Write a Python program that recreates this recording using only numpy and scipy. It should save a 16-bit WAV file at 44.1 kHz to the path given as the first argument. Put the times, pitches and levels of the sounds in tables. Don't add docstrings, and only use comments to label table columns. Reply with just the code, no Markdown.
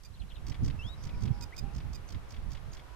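import sys
import numpy as np
from scipy import signal
from scipy.fft import rfft, irfft
from scipy.io import wavfile
from scipy.ndimage import uniform_filter1d

SR = 44100
rng = np.random.default_rng(int(sys.argv[2]) if len(sys.argv) > 2 else 0)


def volts_from_db(level):
    exponent = np.asarray(level, float) / 20
    return 10 ** exponent


def output_pcm(signal):
    pcm = np.clip(np.atleast_2d(signal).T, -1, 1) * 32767
    wavfile.write(sys.argv[1], SR, np.round(pcm).astype(np.int16))


N = 130095
T = np.arange(N) / SR
F = np.maximum(np.arange(N // 2 + 1) * SR / N, 1)

# start in seconds, stretch of the gaps, level in dB before a common trim,
# first burst in dB re the rest, beak opening at the fourth burst (0-1), second-voice pitch in Hz.
RATTLES = [(.466, 1.07, -46.5, -1.5, 0.06, 5690), (.632, 0.94, -46, -7, 0.6, 6020),
           (1.024, 0.93, -48.5, -20, 0.52, 6090), (1.206, 0.97, -48.5, -8, 0.36, 6200),
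           (1.734, 0.95, -50.5, -11, 0.55, 6290), (2.074, 0.98, -49, -20, 0.74, 6200),
           (2.291, 1.01, -50, -9, 0.08, 6150), (2.5041, 0.91, -49, -9, 0.1, 6400),
           (2.7154, 1.08, -50, -16, 0.16, 6440)]
RATTLE_BURSTS = [0, .014, .029, .049, .072]
# frequency in Hz, relative gain in dB.
OPEN_THROAT = [(1500, -11), (4000, -9), (4750, 1), (6200, -2), (8400, -8.5), (9300, -24), (11900, -19),
               (15300, -21)]
CLOSED_THROAT = [(1300, -6), (1900, 0.5), (3500, -1.5), (4900, -17), (6600, -46), (12000, -41)]
# start in seconds, top pitch in Hz before wobble, level in dB.
NASAL_NOTES = [(0.044, 1227, -64), (1.42, 1249, -56), (1.575, 1243, -55), (1.942, 1248, -58)]
# level in dB of multiples 1, 2, ..
NASAL_ORDERS_DB = [-38, -3, -8, 2.5, -2.5, -3.5, -11, -26, -16, -19, -28, -9.5]
# time in seconds, pitch in Hz before smoothing, level in dB.
WHISTLE_TRACK = [(0.787, 2690, -44.5), (.815, 2620, -50.5), (0.841, 3220, -54), (.868, 3350, -53.5),
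                 (0.901, 3807, -55.5), (0.955, 3903, -61.5)]
# level in dB of multiples 1, 2, ..
WHISTLE_ORDERS_DB = [0, -21, -31, -32]
# start in seconds, level of the held top in dB, level of the fall in dB.
CHIRPS = [(.139, -60.5, -66), (.194, -63, -62), (.288, -65.5, -59.5), (0.343, -65, -59)]
# start in seconds, level in dB.
TRILLS = [(0.967, -71), (1.129, -71.5), (1.311, -71.5)]
# start in seconds, length in seconds, start pitch in Hz, end pitch in Hz, level in dB.
PIPES = [(.864, 0.032, 4900, 5650, -71), (1.523, 0.024, 1965, 2400, -61)]
# start in seconds, top pitch in Hz, level in dB.
PEEPS = [(1.104, 2530, -65), (1.132, 2550, -63), (1.652, 2800, -64.5), (1.686, 2750, -65.5)]
# start in seconds, length in seconds, top pitch in Hz, level in dB.
FAR_CALLS = [(1.05, .43, 494, -66), (2.8, .4, 500, -67)]
# level in dB of multiples 1, 2, ..
CALL_ORDERS_DB = [-17, 0, -7]
# start in seconds, length in seconds, start pitch in Hz, end pitch in Hz, level in dB.
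HOOTS = [(1.2, .31, 785, 847, -65), (1.62, .27, 790, 825, -65.5)]
# frequency in Hz, left minus right in dB, left phase lead in radians.
PORTS = [(2800, 2, 0.59), (3990, 13, 0.92), (4160, -12.5, 3.3), (4900, -14.5, 7.78), (8300, -1.5, 7.7),
         (12000, -6.5, 6)]
# time in seconds, level in dB before pan and buffeting.
GUST = [(0, -55), (.2, -43.5), (.37, -46), (.5, -39), (.57, -44.5), (0.626, -27), (.7, -35), (.91, -46),
        (1.12, -37), (1.321, -33.5), (1.39, -42), (1.429, -38.5), (1.52, -50), (1.64, -36), (1.72, -42.5),
        (1.785, -34), (1.84, -41), (2.07, -46.5), (2.149, -36.5), (2.23, -47), (2.471, -38), (2.59, -46.5),
        (2.67, -41), (2.95, -52)]
# frequency in Hz, relative gain in dB.
WIND_SPECTRUM = [(15, 2.5), (60, 6), (146, -6.5), (288, -23.5), (500, -38), (900, -78)]
# frequency in Hz, relative gain in dB.
HISS_SPECTRUM = [(180, -21), (300, -8.5), (1130, -11), (2120, -18), (6000, -31.5), (9000, -55)]
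# time in seconds, level in dB.
HISS_CURVE = [(0, -70.5), (.55, -59.5), (2.95, -59.5)]
# frequency in Hz, relative gain in dB.
SELF_NOISE = [(3000, 3.5), (13300, -4.5), (13800, -22)]

BURST_S, CLOSED_EXTRA_S, BURST_RISE_S = 0.0082, 0.0047, 0.0013
BURST_FADE_DB_PER_S, BURST_TRIM_DB, CLOSED_DB = 448, -6.5, 1
BUZZ_HZ, BUZZ_JITTER, BUZZ_SCATTER_DB, BREATH_DB = 1100, 0.12, 2, -8
BEAK_OPEN, BEAK_SHUT = 0.95, 0.03
LEAD_S, LEAD_DB = 0.01095, 11
SECOND_S, SECOND_SAG, SECOND_DB = 0.04, 0.01, -19.5
NASAL_S, NASAL_ARCH, NASAL_WOBBLE, NASAL_RASP = 0.026, 0.035, 0.007, 0.4
HOLD_S, TOP_HZ, FALL_S, FALL_TO_HZ = 0.013, 4200, 0.012, 2200
REPEAT_S, REPEAT_FROM_HZ, REPEAT_DROP_DB, RAGGED_DB = 0.008, 3800, -2.5, 1.5
TRILL_S, TRILL_FROM_HZ, TRILL_TO_HZ = 0.095, 5340, 4900
WARBLE_HZ, WARBLE_SWING_HZ = 233, 450
PEEP_S, PEEP_DROOP = 0.026, 0.185
CALL_ARCH, CALL_FLUTTER_DB = 0.06, 4.5
ECHO_DB, ECHO_T60_S = -12, 0.086
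WIND_PAN_DB, BUFFET_DB, BUFFET_PER_S = -8.5, 1.8, 40
BRIGHTEN_DB_PER_DB, CALM_DB = 0.65, -43.5
ALIKE, ALIKE_HZ = 0.33, 1150
SELF_DB = -66.5


def along(table, col=1):
    rows = np.array(table, float)
    return np.interp(np.log(F), np.log(rows[:, 0]), rows[:, col])


def colour(x, table):
    gain = volts_from_db(along(table))
    return irfft(rfft(x) * gain / np.sqrt(np.mean(gain ** 2)), N)


def walk(rate_hz):
    k = int(SR / rate_hz)
    steps = np.repeat(rng.standard_normal(N // k + 1), k)
    return 1.49 * uniform_filter1d(uniform_filter1d(steps, k), k)[:N]


def gate(start_s, length_s, edge_s):
    to_end = np.minimum(T - start_s, start_s + length_s - T)
    return np.sin(np.pi / 2 * np.clip(to_end / edge_s, 0, 1)) ** 2


def voice(hz, orders_db=(0,)):
    phase = 2 * np.pi * np.cumsum(hz) / SR
    return sum(volts_from_db(db) * np.sqrt(2) * np.sin((k + 1) * phase + k * k) for k, db in enumerate(orders_db))


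def notes(table, edge=0.087, swing_hz=0.0):
    out = 0
    for t, n, from_hz, to_hz, db in table:
        glide = np.interp(T, [t, t + n], [from_hz, to_hz])
        out = out + volts_from_db(db) * gate(t, n, edge * n) * voice(glide + swing_hz)
    return out


def buzz():
    chance = rng.standard_normal((int(1.5 * BUZZ_HZ * N / SR), 2))
    gaps = np.clip(1 + BUZZ_JITTER * chance[:, 0], 0.3, 3)
    at = (np.cumsum(gaps) * SR / BUZZ_HZ).astype(int)
    pulses = np.sqrt(SR / BUZZ_HZ) * volts_from_db(BUZZ_SCATTER_DB * chance[:, 1])
    out = volts_from_db(BREATH_DB) * rng.standard_normal(N)
    out[at[at < N]] += pulses[at < N]
    return out


def rattles():
    bursts = []
    for t, stretch, db, first_db, fourth, _ in RATTLES:
        beaks = (BEAK_OPEN, BEAK_OPEN, BEAK_OPEN, fourth, BEAK_SHUT)
        for s, beak in zip(RATTLE_BURSTS, beaks):
            bursts.append((t + stretch * s, db + first_db * (s == 0), beak))
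    bursts += [(t - LEAD_S, db + LEAD_DB, 1) for t, _, db in NASAL_NOTES]
    wide, shut = 0, 0
    for t, db, beak in bursts:
        env = volts_from_db(db + BURST_TRIM_DB) * gate(t, BURST_S + CLOSED_EXTRA_S * (1 - beak), BURST_RISE_S)
        env = env * volts_from_db(-BURST_FADE_DB_PER_S * np.clip(T - t, 0, 1))
        wide = wide + np.sqrt(beak) * env
        shut = shut + np.sqrt(1 - beak) * env
    source = buzz()
    return colour(source * wide, OPEN_THROAT) + volts_from_db(CLOSED_DB) * colour(source * shut, CLOSED_THROAT)


def second_voice():
    rows = [(t, SECOND_S * stretch, hz * (1 + SECOND_SAG / 2), hz * (1 - SECOND_SAG / 2), db + SECOND_DB)
            for t, stretch, db, _, _, hz in RATTLES]
    return notes(rows, 0.084, 150 * walk(90)) * volts_from_db(4.1 * walk(140))


def nasal():
    wobble = 1 + NASAL_WOBBLE * walk(300)
    rasp = 1 + NASAL_RASP * walk(1500)
    out = 0
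    for t, hz, db in NASAL_NOTES:
        arch = 1 - NASAL_ARCH * np.clip((T - t) / NASAL_S * 2 - 0.8, -1, 1.3) ** 2
        out = out + volts_from_db(db) * gate(t, NASAL_S, 0.22 * NASAL_S) * voice(hz * wobble * arch, NASAL_ORDERS_DB)
    return rasp * out


def whistle():
    s, hz, db = np.array(WHISTLE_TRACK).T
    pitch = uniform_filter1d(np.interp(T, s, hz), size=SR // 50)
    env = volts_from_db(np.interp(T, s, db)) * gate(s[0], s[-1] - s[0], 0.011)
    return env * voice(pitch, WHISTLE_ORDERS_DB)


def chirps():
    tops = notes([(t, HOLD_S, 0.97 * TOP_HZ, TOP_HZ, db) for t, db, _ in CHIRPS], 0.27)
    falls = notes([(t + HOLD_S - FALL_S / 10, FALL_S, TOP_HZ, FALL_TO_HZ, db) for t, _, db in CHIRPS], 0.22)
    rows = [(t + HOLD_S + k * REPEAT_S, FALL_S, REPEAT_FROM_HZ, FALL_TO_HZ, db + k * REPEAT_DROP_DB)
            for t, _, db in CHIRPS for k in (1, 2, 3)]
    repeats = notes(rows, 0.35, 200 * walk(300)) * (1 + walk(900))
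    return (tops + falls + repeats) * volts_from_db(RAGGED_DB * walk(250))


def far_trills():
    beat = 2 * np.pi * WARBLE_HZ * T
    rows = [(t, TRILL_S, TRILL_FROM_HZ, TRILL_TO_HZ, db) for t, db in TRILLS]
    return notes(rows, 0.18, WARBLE_SWING_HZ * np.sin(beat)) * (1 + 0.33 * np.cos(beat))


def far_pipes():
    return notes(PIPES, swing_hz=40 * walk(80)) * volts_from_db(4.3 * walk(76))


def peeps():
    out = 0
    for t, hz, db in PEEPS:
        droop = 1 - PEEP_DROOP * np.clip((T - t) / PEEP_S, 0, 1) ** 2
        out = out + volts_from_db(db) * gate(t, PEEP_S, 0.0047) * voice(hz * droop)
    return (1 + 0.5 * walk(400)) * out


def far_calls():
    out = 0
    for t, n, hz, db in FAR_CALLS:
        arch = 1 - CALL_ARCH * np.clip((T - t) / n * 2 - 1, -1, 1) ** 2
        out = out + volts_from_db(db) * gate(t, n, 0.024) * voice(hz * arch, CALL_ORDERS_DB)
    return volts_from_db(CALL_FLUTTER_DB * walk(24.97)) * out


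def hoots():
    return notes(HOOTS, swing_hz=9 * walk(13)) * volts_from_db(CALL_FLUTTER_DB * walk(30.02))


def wind():
    s, db = np.array(GUST).T
    high = 1 / (1 + (130 / F) ** 4)
    out = []
    for side in (1, -1):
        gust_db = np.interp(T, s, db) + side * WIND_PAN_DB / 2 + BUFFET_DB * walk(BUFFET_PER_S)
        air = rfft(colour(rng.standard_normal(N), WIND_SPECTRUM))
        lower = irfft(air * (1 - high), N)
        upper = irfft(air * high, N) * volts_from_db(BRIGHTEN_DB_PER_DB * (gust_db - CALM_DB))
        out.append(volts_from_db(gust_db) * (lower + upper))
    return np.array(out)


def hiss():
    s, db = np.array(HISS_CURVE).T
    alike = ALIKE / np.sqrt(1 + (F / ALIKE_HZ) ** 2)
    mid, side = (rfft(colour(rng.standard_normal(N), HISS_SPECTRUM)) for _ in range(2))
    mid, side = mid * np.sqrt(1 + alike), side * np.sqrt(1 - alike)
    country = np.array([irfft(mid + k * side, N) for k in (1, -1)])
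    own = np.array([colour(rng.standard_normal(N), SELF_NOISE) for _ in range(2)])
    return country * volts_from_db(np.interp(T, s, db) + 0.17 * walk(5.2)) + volts_from_db(SELF_DB) * own


def through_ports(birds):
    tail = np.arange(int(0.25 * SR)) / SR
    out = []
    for side in (1, -1):
        leaves = rng.standard_normal(len(tail)) * volts_from_db(-60 * tail / ECHO_T60_S) * (tail > 0.003)
        leaves = leaves / np.sqrt(np.sum(leaves ** 2))
        wet = birds + volts_from_db(ECHO_DB) * signal.fftconvolve(birds, leaves)[:N]
        port = volts_from_db(side * along(PORTS) / 2) * np.exp(0.5j * side * along(PORTS, col=2))
        out.append(irfft(rfft(wet) * port, N))
    return np.array(out)


def scene():
    birds = rattles() + second_voice() + nasal() + whistle() + chirps()
    birds = birds + far_trills() + far_pipes() + peeps()
    return through_ports(birds) + far_calls() + hoots() + wind() + hiss()


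def top_cut(x):
    return signal.sosfilt(signal.butter(12, 15890, fs=SR, output="sos"), x)


def record(dry):
    return top_cut(dry)


dry = scene()
out = record(dry)
output_pcm(out)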